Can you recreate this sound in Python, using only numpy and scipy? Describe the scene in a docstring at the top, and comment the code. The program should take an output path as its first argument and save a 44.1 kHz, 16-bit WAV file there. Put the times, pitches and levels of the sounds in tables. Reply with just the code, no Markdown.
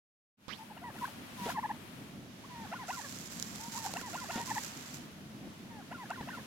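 """After a third of a second of near silence, sound fades in with a soft pop and scuff on the right as a finger
leaves that microphone port. Then turkeys gobble in five bursts on a grassy hillside: thin whines, loud yelps,
and syllables that slide up, break and fall back, all built from gliding, wavering harmonics.
Filtered noise makes the dry grass, a finger rubbing the camera's case and a low distant rumble.
Damped low tones make dull bumps; short bursts of noise make ticks on the case."""
import sys
import numpy as np
from scipy import signal
from scipy.fft import rfft, irfft, next_fast_len
from scipy.io import wavfile
from scipy.ndimage import uniform_filter1d, map_coordinates

SR = 44100
rng = np.random.default_rng(int(sys.argv[2]) if len(sys.argv) > 2 else 0)


def dump(signal):
    """Clip the signal to [-1, 1] and save it as 16-bit WAV at the path in sys.argv[1]."""
    limited = np.clip(np.atleast_2d(signal).T, -1, 1)
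    pcm = np.round(limited * 32767).astype(np.int16)
    wavfile.write(sys.argv[1], SR, pcm)


N = 284886

# Bird levels below come before a small shared lift (in scene) and the hillside.
# Gobble syllables; overshoot, squeal and fall are left out at length 0, very short parts are stretched:
# start_s, slide_s, overshoot_s, squeal_s, fall_s, slide_level_db, rest_level_db
SYLLABLES = [(.762, 0.023, 0.0067, 0, 0, -48, -56), (.933, 0.046, 0.0034, 0.016, 0, -53, -54),
             (1.474, .045, 0, 0.0013, 0, -40, -42), (2.711, 0.041, 0, .031, 0.062, -41.5, -48),
             (2.879, .043, 0, 0.043, 0.043, -38.5, -46.5), (3.947, 0.04, 0.022, 0.01, .078, -40.5, -49.5),
             (4.129, .04, 0.0015, 0.037, 0.043, -39.5, -46.5), (4.285, .038, 0, 0.073, 0, -39.5, -51.5),
             (5.906, .034, 0, 0.036, .074, -44.5, -49.5), (6.096, .029, 0.031, 0.015, 0.052, -38.5, -49),
             (6.271, 0.029, 0.025, .045, 0.019, -43, -47)]
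# How pitch and loudness move within each part of a syllable: share_of_length, pitch_hz, level_db
SLIDE = [(0, 640, -11.5), (.25, 670, -4), (.47, 713, 0.5), (.62, 920, -0.5), (.8, 1030, -2), (1, 1076, -13)]
OVERSHOOT = [(0, 1560, -4), (.35, 1550, 4), (.45, 1920, -4.5), (1, 1730, -4)]
SQUEAL = [(0, 1498, -5), (.45, 1402, -2), (1, 1340, -10.5)]
FALL = [(0, 1067, -9), (.25, 1041, 1.5), (.72, 938, 1.5), (.9, 790, 2), (1, 650, -13)]
# Strength of the slide's harmonics 2 to 5: level_db
SLIDE_OVERTONES = [-8.5, -10.5, -20, -27]
FALL_OCTAVE_DB, SQUEAL_OCTAVE_DB = -9, -14.5
# The short croak where a falling note bottoms out: share_of_length, pitch_hz, level_db
CROAK = [(0, 630, -9), (.4, 564, 3), (1, 510, -7.5)]
# Strength of the croak's harmonics 2 and 3: level_db
CROAK_OVERTONES = [1, 2.5]
CROAK_S, CROAK_DB = .02, -11  # length, level against the note
# A croak on its own: start_s, length_s, level_db
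LONE_CROAK = (3.032, 0.046, -55)
# Held notes, some drooping at the end:
# start_s, length_s, droop_s, start_hz, end_hz, level_db, onset_db (against the level), octave_db
WHINES = [(0.582, 0.058, 0, 882, 890, -45.5, -4, -22), (.838, 0.052, 0.012, 975, 934, -46, 5, -10),
          (1.374, 0.1, 0.025, 1027, 920, -41, -14.5, -18), (2.495, .15, 0.02, 1000, 881, -49, -6, -14),
          (3.592, 0.1, 0, 865, 980, -49.5, -4.5, -30), (3.729, .156, 0.023, 925, 890, -50, 0, -13.5),
          (3.75, 0.038, 0, 890, 1067, -45, 2, -19), (4.322, .113, 0, 930, 944, -43, -7, -8.5),
          (5.698, .1, 0.024, 950, 805, -54.5, -5, -9)]
# Loud notes that dip and flick up:
# start_s, hold_s, sink_s, start_hz, dip_hz, end_hz, level_db, octave_db
YELPS = [(.695, 0.0072, 0.012, 954, 833, 1000, -46.5, -18), (1.009, .012, 0.018, 1002, 929, 1140, -34, -21),
         (1.542, 0.02, .025, 1046, 838, 1060, -34, -12.5),
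         (1.625, 0.0061, 0.021, 1070, 831, 1070, -34.5, -11.5),
         (1.688, 0.0052, .014, 1054, 823, 1100, -35.5, -12.5),
         (3.843, .005, .013, 948, 720, 1150, -37.5, -18), (4.473, .029, 0.011, 1015, 858, 1010, -35.5, -9),
         (4.553, .005, .018, 1010, 813.5, 1076, -36, -9)]
# Small glides between and over the calls: start_s, length_s, start_hz, end_hz, level_db
CHIRPS = [(.815, 0.026, 655, 770, -46.5), (1.05, 0.0088, 1420, 1680, -39.5),
          (1.07, 0.018, 1390, 695, -44.5), (1.738, .013, 1010, 836, -53), (2.43, 0.031, 787, 1160, -52.5),
          (4.368, .04, 690, 820, -45), (4.579, 0.0078, 1780, 2030, -38)]
# Tone colour of the birds' throat and beak: pitch_hz, gain_db
THROAT = [(550, -5), (700, -2), (1050, -1.5), (1250, -2.5), (1420, 4), (1600, -3), (1900, 2), (2300, -9.5),
          (2750, 3.5), (3300, -35)]

# The noise colours below are shapes only; each is scaled to a common loudness before use.
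# A finger rubbing the case, at each port: pitch_hz, level_db (per Hz)
RUB_LEFT = [(300, -12.5), (1500, -5.5), (3200, -7.5), (4500, -8.5), (6000, -12), (8500, -13), (10000, -9),
            (12500, -11.5), (15500, -16)]
RUB_RIGHT = [(300, -12.5), (1500, -4.5), (3200, -7.5), (4500, -1.5), (6000, 1), (7400, 2.5), (8500, -7.5),
             (10000, -18.5), (12500, -10), (15500, -19)]
# The finger's strokes: start_s, length_s, level_db, treble_db (added to the level for the bright part)
STROKES = [(1.423, .08, -50.5, -5.5), (2.861, 0.41, -48, 1), (3.283, 0.41, -48.5, 1),
           (3.704, 0.084, -43, .5), (3.808, 0.062, -41, -0.5), (3.881, 0.13, -46.5, 0.5),
           (4.044, .24, -47.5, -1), (4.294, 0.12, -43, -3), (4.436, .23, -44.5, 0),
           (4.68, .26, -52.5, -0.5), (4.915, .04, -49.5, 0.5), (4.96, .055, -56.5, -2)]
# Ticks on the case, before the rubbing colours: time_s, level_db, lean_right_db
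TICKS = [(.482, -39, 16), (3.3985, -27.5, 6), (3.4258, -23, 5), (3.6135, -37, 1), (3.844, -34, 3),
         (3.8635, -35, 3), (3.9385, -30.5, 4), (4.0145, -33, 4), (4.1435, -37, 4), (4.954, -38, 0),
         (6.1045, -45, 14)]
# Dull bumps of feet and hands:
# time_s, level_db, pitch_hz, rise_hz_per_s, time_to_fall_60_db_s, attack_s, crunch_db (against the knock)
BUMPS = [(1.414, -26.5, 199, 0, 0.076, 0.0061, -23), (1.456, -31, 243, 0, .065, .001, -8),
         (1.458, -31, 378, 7000, .09, 0.0064, -8), (3.679, -34.5, 217, 0, .12, 0.0027, -30),
         (3.938, -38, 407, 0, .019, .0003, 4), (4.014, -37.5, 246, 0, 0.031, 0.00032, -4),
         (4.358, -26.5, 230, 0, 0.057, .001, -10), (4.373, -41, 425, 0, 0.14, 0.0023, 1),
         (6.21, -31.5, 218, 0, 0.036, .0003, -10.5)]
# Air and dry grass as each port hears them: pitch_hz, level_db (per Hz)
AIR_LEFT = [(200, -11), (900, 1.5), (2000, -0.5), (3200, -3), (4500, -8), (6000, -11), (8500, -12),
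            (10000, -9.5), (12500, -11), (15500, -16.5)]
AIR_RIGHT = [(200, -3), (900, 1.5), (2000, -1.5), (3200, -1.5), (4500, -4.5), (6200, -5.5), (7300, -9.5),
             (8500, -18), (10000, -27), (12500, -21.5), (15500, -25)]
# Air moving in the grass: time_s, level_db
BREEZE = [(1.3, -50.5), (2.2, -54), (3.2, -53), (4.6, -50), (5.2, -55.5), (6.4, -52)]
# Grass swishes: middle_s, half_length_s, level_db (before the extra brightness)
SWISHES = [(0.583, 0.097, -53.5), (1.038, 0.11, -49.5), (1.444, 0.071, -47), (1.51, 0.026, -46.5),
           (4.34, 0.046, -50), (6.346, 0.052, -58)]
# The hand shading the right port's treble: time_s, gain_db
SHADE = [(.6, -3), (.75, -15), (1.05, -6.5), (1.5, -3), (1.85, -10), (2.3, 1), (6.4, -1)]
# The distant rumble: pitch_hz, level_db (per Hz)
RUMBLE = [(20, -31), (60, -17), (105, -6), (160, -4), (220, -0.5), (310, -8.5), (450, -17.5), (700, -19),
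          (1100, -43), (2000, -68), (4000, -70)]

DROOP_HZ, DROOP_DB = 620, -7  # where a drooping whine ends
WHINE_WANDER = 0.0124  # slow unsteadiness, as a share of the pitch
WHINE_FADE_DB = -5  # at the end of a note that does not droop
FLICK_S, FLICK_DB, FLICK_END_DB = 0.0147, 2.5, -11  # closing rise: length, level as it sets off and stops
YELP_ATTACK_DB, YELP_HOLD_DB = -19, -5  # level at the start and after the hold
YELP_THIRD_DB = -21  # third harmonic against the octave
STROKE_ATTACK_S, STROKE_RELEASE_S = 0.026, 0.038
TREBLE_HZ = 5160  # where the bright part of the rubbing begins
SNAGS_PER_S, SNAG_DB, SNAG_SCATTER_DB = 130, -8, 2.3  # snags of the skin: rate, level in the grain, spread
LIFT_AT_S, LIFT_S, LIFT_RELEASE_S, LIFT_DB = .481, 0.051, 0.018, -34
HOLLOW_HZ, HOLLOW_HZ_PER_S = 620, 44000  # the port's hollow: first pitch, and its rise
WAKE_S, FADE_IN_S, MUTED_DB = 0.37, 0.26, -68  # fade start, its time constant, level before it
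TOP_HZ = 16000


def amp(db):
    """Turn decibels into a gain."""
    return 10 ** (np.asarray(db) / 20)


def unit(x):
    """Scale to an average strength (rms) of 1."""
    return x / np.sqrt(np.mean(x ** 2) + 1e-20)


def along(points, hz):
    """Read a curve of (Hz, value) points on a log pitch axis."""
    f, v = np.transpose(points)
    return np.interp(np.log(hz + 1), np.log(f + 1), v)


def over_time(rows):
    """Turn (time, value) rows into one value per sample."""
    s, values = np.transpose(rows)
    return np.interp(np.arange(N) / SR, s, values)


def envelope(start, length, attack, release):
    """A straight attack, a hold and an exponential release; length includes the attack."""
    t = np.arange(N) / SR - start
    return np.clip(t / attack, 0, 1) * np.exp(-np.maximum(t - length, 0) / release)


def wobble(rate, size=N):
    """A smooth random curve through `rate` random points a second."""
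    knots = rng.standard_normal(int(size * rate / SR) + 4)
    return map_coordinates(knots, [np.arange(size) * rate / SR])


def filtered(x, response):
    """Reshape x by a function of frequency."""
    m = next_fast_len(N + 8192)  # spare room keeps the end from wrapping onto the start
    return irfft(rfft(x, m) * response(np.fft.rfftfreq(m, 1 / SR)), m)[..., :N]


def coloured(x, *spectra):
    """Give each channel its own (Hz, dB) colour, then scale to rms 1."""
    return unit(filtered(x, lambda hz: amp([along(s, hz) for s in spectra])))


def noise():
    """Unrelated white noise for the two ports."""
    return rng.standard_normal((2, N))


def add(track, s, sound):
    """Mix a sound into a track at time s."""
    part = track[..., round(s * SR):][..., :sound.shape[-1]]
    part += sound[..., :part.shape[-1]]


def note(length, contour, overtones, jitter, flutter_db, wander=0):
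    """One note of a bird's voice box: wavering harmonics that swell as they cross throat resonances."""
    longest = SR // 5
    u = np.linspace(0, 1, np.clip(round(length * SR), 256, longest))

    def waver(rate):
        return wobble(rate, longest)[:len(u)]

    share, pitch, level = np.transpose(contour)
    hz = uniform_filter1d(np.interp(u, share, pitch), size=180)
    hz = hz * (1 + jitter * waver(487) + 0.0094 * waver(96.7) + wander * waver(45.4))
    phase = 2 * np.pi * np.cumsum(hz) / SR
    tone = 0
    for k, db in enumerate([0, *overtones], 1):
        # higher harmonics flutter more
        strength_db = db + along(THROAT, k * hz) + flutter_db * np.sqrt(k) * waver(302.5)
        tone = tone + amp(strength_db) * np.sin(k * phase)
    soft_ends = signal.windows.tukey(len(u), 256 / len(u))
    return np.sqrt(2) * tone * amp(np.interp(u, share, level)) * soft_ends


def syllables():
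    """A reedy slide breaks upward into a squeal; where the voice falls back, it ends in a croak."""
    out = np.zeros(N)
    for s, slide, overshoot, squeal, fall, slide_db, rest_db in SYLLABLES:
        add(out, s, amp(slide_db) * note(slide, SLIDE, SLIDE_OVERTONES, jitter=.04, flutter_db=2.3))
        s = s + slide
        parts = [(overshoot, OVERSHOOT, SQUEAL_OCTAVE_DB),
                 (squeal, SQUEAL, SQUEAL_OCTAVE_DB),
                 (fall, FALL, FALL_OCTAVE_DB)]
        for length, contour, octave_db in parts:
            if length > 0:
                add(out, s, amp(rest_db) * note(length, contour, [octave_db], jitter=.011, flutter_db=1))
                s = s + length
        if fall > 0:
            add(out, s, amp(rest_db + CROAK_DB) * croak(CROAK_S))
    s, length, db = LONE_CROAK
    add(out, s, amp(db) * croak(length))
    return out


def croak(length):
    """The slack, reedy bottom of the voice, made mostly of overtones."""
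    return note(length, CROAK, CROAK_OVERTONES, jitter=.02, flutter_db=1.8)


def yelps():
    """Each yelp holds its pitch, sinks as it swells, and is loudest as it flicks up and stops."""
    out = np.zeros(N)
    for s, hold, sink, first_hz, dip_hz, last_hz, db, octave_db in YELPS:
        length = hold + sink + FLICK_S
        contour = [(0, first_hz, YELP_ATTACK_DB),
                   (hold / length, first_hz, YELP_HOLD_DB),
                   ((hold + .7 * sink) / length, dip_hz + (first_hz - dip_hz) / 8, -1.5),
                   ((hold + sink) / length, dip_hz, 0),
                   (1 - .6 * FLICK_S / length, dip_hz + (last_hz - dip_hz) / 4, FLICK_DB),
                   (1, last_hz, FLICK_END_DB)]
        overtones = [octave_db, octave_db + YELP_THIRD_DB]
        add(out, s, amp(db) * note(length, contour, overtones, jitter=.02, flutter_db=1.5))
    return out


def whines():
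    """Thin held notes wander in pitch as their level shifts, then fade or droop into a croak."""
    out = np.zeros(N)
    for s, length, droop, first_hz, last_hz, db, onset_db, octave_db in WHINES:
        knee = length / (length + droop)  # share of the note before the droop
        contour = [(0, first_hz, onset_db - 6),
                   (knee / 6, first_hz + (last_hz - first_hz) / 6, onset_db / 2)]
        if droop > 0:
            contour += [(knee, last_hz, 0),
                        ((1 + knee) / 2, last_hz + (DROOP_HZ - last_hz) / 3, 0),
                        (1, DROOP_HZ, DROOP_DB)]
            # the croak slightly overlaps the end of the note
            add(out, s + length + droop - CROAK_S / 4, amp(db + CROAK_DB) * croak(CROAK_S))
        else:
            contour += [(.8, last_hz + (first_hz - last_hz) / 5, 0), (1, last_hz, WHINE_FADE_DB)]
        tone = note(length + droop, contour, [octave_db], jitter=.014, flutter_db=1.8, wander=WHINE_WANDER)
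        add(out, s, amp(db) * tone)
    return out


def chirps():
    """Brief plain glides with a weak octave above."""
    out = np.zeros(N)
    for s, length, first_hz, last_hz, db in CHIRPS:
        middle_hz = 0.406 * first_hz + 0.59 * last_hz
        contour = [(0, first_hz, -10), (.45, middle_hz, 0.5), (1, last_hz, -3.5)]
        add(out, s, amp(db) * note(length, contour, [SQUEAL_OCTAVE_DB], jitter=0.021, flutter_db=2.0))
    return out


def hillside(x, wet_db, t60):
    """The sound reaches both ports, followed by faint, quickly dying scatter from the slope."""
    t = np.arange(SR // 2) / SR
    tail = rng.standard_normal((2, len(t))) * amp(-60 * t / t60)
    scatter = signal.fftconvolve(x[None], tail / np.linalg.norm(tail[0]), axes=1)[:, :N]
    # the case makes the left port lag: (Hz, radians)
    lag_points = [(600, 0.34), (1000, 0.49), (1500, 0.71), (2100, 1.65), (3000, 0.046)]
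    sides = np.array([[-1], [1]])
    direct = filtered(x, lambda hz: np.exp(.5j * along(lag_points, hz) * sides))
    return direct * amp([[.9], [0]]) + amp(wet_db) * scatter


def rubbing():
    """Skin slips on the case in strokes of fine grains and tiny snags, joined by thin noise ticks."""
    speeds = [amp(db) * envelope(s, length, STROKE_ATTACK_S, STROKE_RELEASE_S)
              for s, length, db, _ in STROKES]
    body = np.max(speeds, axis=0)
    bright = np.max([amp(stroke[3]) * speed for stroke, speed in zip(STROKES, speeds)], axis=0)
    snags = (rng.random(N) < SNAGS_PER_S / SR) * amp(SNAG_SCATTER_DB * rng.standard_normal(N))
    snags = unit(np.convolve(snags, signal.windows.hann(SR // 400), "same"))
    roughness = amp(0.95 * wobble(1200) + 0.61 * wobble(70)) + amp(SNAG_DB) * snags
    grains = coloured(noise() * roughness, RUB_LEFT, RUB_RIGHT)
    treble = filtered(grains, lambda hz: 1 - 1 / (1 + (hz / TREBLE_HZ) ** 4))
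    strokes = body * (grains - treble) + bright * treble

    tick_levels, t = np.zeros((2, N)), np.arange(SR // 50) / SR
    snap = amp(-60 * t / .005) + amp(-20 - 60 * t / .02)  # a quick decay and a weaker, slower one
    for s, db, right_db in TICKS:
        add(tick_levels, s, amp(db) * snap * amp([[-right_db / 2], [right_db / 2]]))
    ticks = tick_levels * coloured(noise(), RUB_LEFT, RUB_RIGHT)
    return strokes + filtered(ticks, lambda hz: hz / np.hypot(hz, 4000))  # ticks lose their bass


def uncovering():
    """A soft pop and a chirping scuff: the right port's hollow rises in pitch as the finger opens it."""
    t = np.clip(np.arange(N) / SR - LIFT_AT_S, 0, 2 * LIFT_S)
    hz = HOLLOW_HZ + HOLLOW_HZ_PER_S * t
    carrier = np.exp(2j * np.pi * np.cumsum(hz) / SR)
    hollow = unit(np.real((wobble(800) + 1j * wobble(800)) * carrier))  # a noise band around hz
    scuff = coloured(noise()[0], [(150, -1), (3500, 2), (5500, -2.5), (8000, -23), (15000, -28)])[0]
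    pop = amp(12.5 - 60 * t / 0.019) * np.sin(2 * np.pi * 220 * t)
    opening = envelope(LIFT_AT_S, LIFT_S, attack=0.00042, release=LIFT_RELEASE_S)
    mono = amp(LIFT_DB) * opening * (pop + amp(-1) * hollow + amp(-2.5) * scuff)
    return mono * amp([[-26], [0]])


def bumps():
    """Each bump is a damped low knock, soft or sudden, with a short crunch of noise."""
    out, t = np.zeros((2, N)), np.arange(SR // 5) / SR
    crunch_colour = [(80, -19), (300, 5.5), (750, 2.5), (1300, -7), (3500, -6.5), (9000, -35)]
    crunch = coloured(noise()[0], crunch_colour)[0]
    for s, db, hz, rise, t60, attack, crunch_db in BUMPS:
        knock = np.sin(2 * np.pi * (hz + rise * t / 2) * t)
        knock = knock + amp(crunch_db) * crunch[round(s * SR):][:len(t)]
        add(out, s, amp(db - 60 * t / t60) * (1 - np.exp(-t / attack)) * knock)
    return out


def grass():
    """Moving air is a soft hiss; dry stalks add brighter, crackly swishes of uneven noise."""
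    t = np.arange(N) / SR
    swish = sum(amp(db) * np.exp(-((t - s) / half) ** 2) for s, half, db in SWISHES)
    stalks = coloured(noise() * amp(2.1 * wobble(900)), AIR_LEFT, AIR_RIGHT)
    stalks = filtered(stalks, lambda hz: amp(along([(2000, 0.5), (10000, 4.2)], hz)))
    air = amp(over_time(BREEZE) + 1.1 * wobble(3.97)) * coloured(noise(), AIR_LEFT, AIR_RIGHT)
    left, right = air + swish * stalks
    # the hand changes only this part of the right port's sound
    treble = filtered(right, lambda hz: along([(2500, 0.39), (5500, 1), (9000, 1), (11000, 0.25)], hz))
    return np.array([left, right + (amp(over_time(SHADE)) - 1) * treble])


def rumble():
    """Far, low, restless noise, nearly alike at both ports."""
    mid, side = coloured(noise(), RUMBLE)
    side = side * amp(-12)
    level = amp(-50.5 + 0.64 * wobble(3.06) + 1.55 * wobble(15))
    return level * np.array([mid + side, mid - side])


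def scene():
    """The birds on the slope, the handling of the camera and the open air."""
    turkeys = amp(1.1) * (syllables() + yelps() + whines() + chirps())
    birds = hillside(turkeys, wet_db=-16.5, t60=0.19)
    handling = rubbing() + uncovering() + bumps()
    return birds + handling + grass() + rumble()


def record(dry):
    """The camera fades in and keeps nothing above its band limit."""
    awake = np.maximum(np.arange(N) / SR - WAKE_S, 0)
    fade_in = amp(MUTED_DB) + 1 - np.exp(-awake / FADE_IN_S)
    return filtered(dry * fade_in, lambda hz: hz < TOP_HZ)


dry = scene()
out = record(dry)
dump(out)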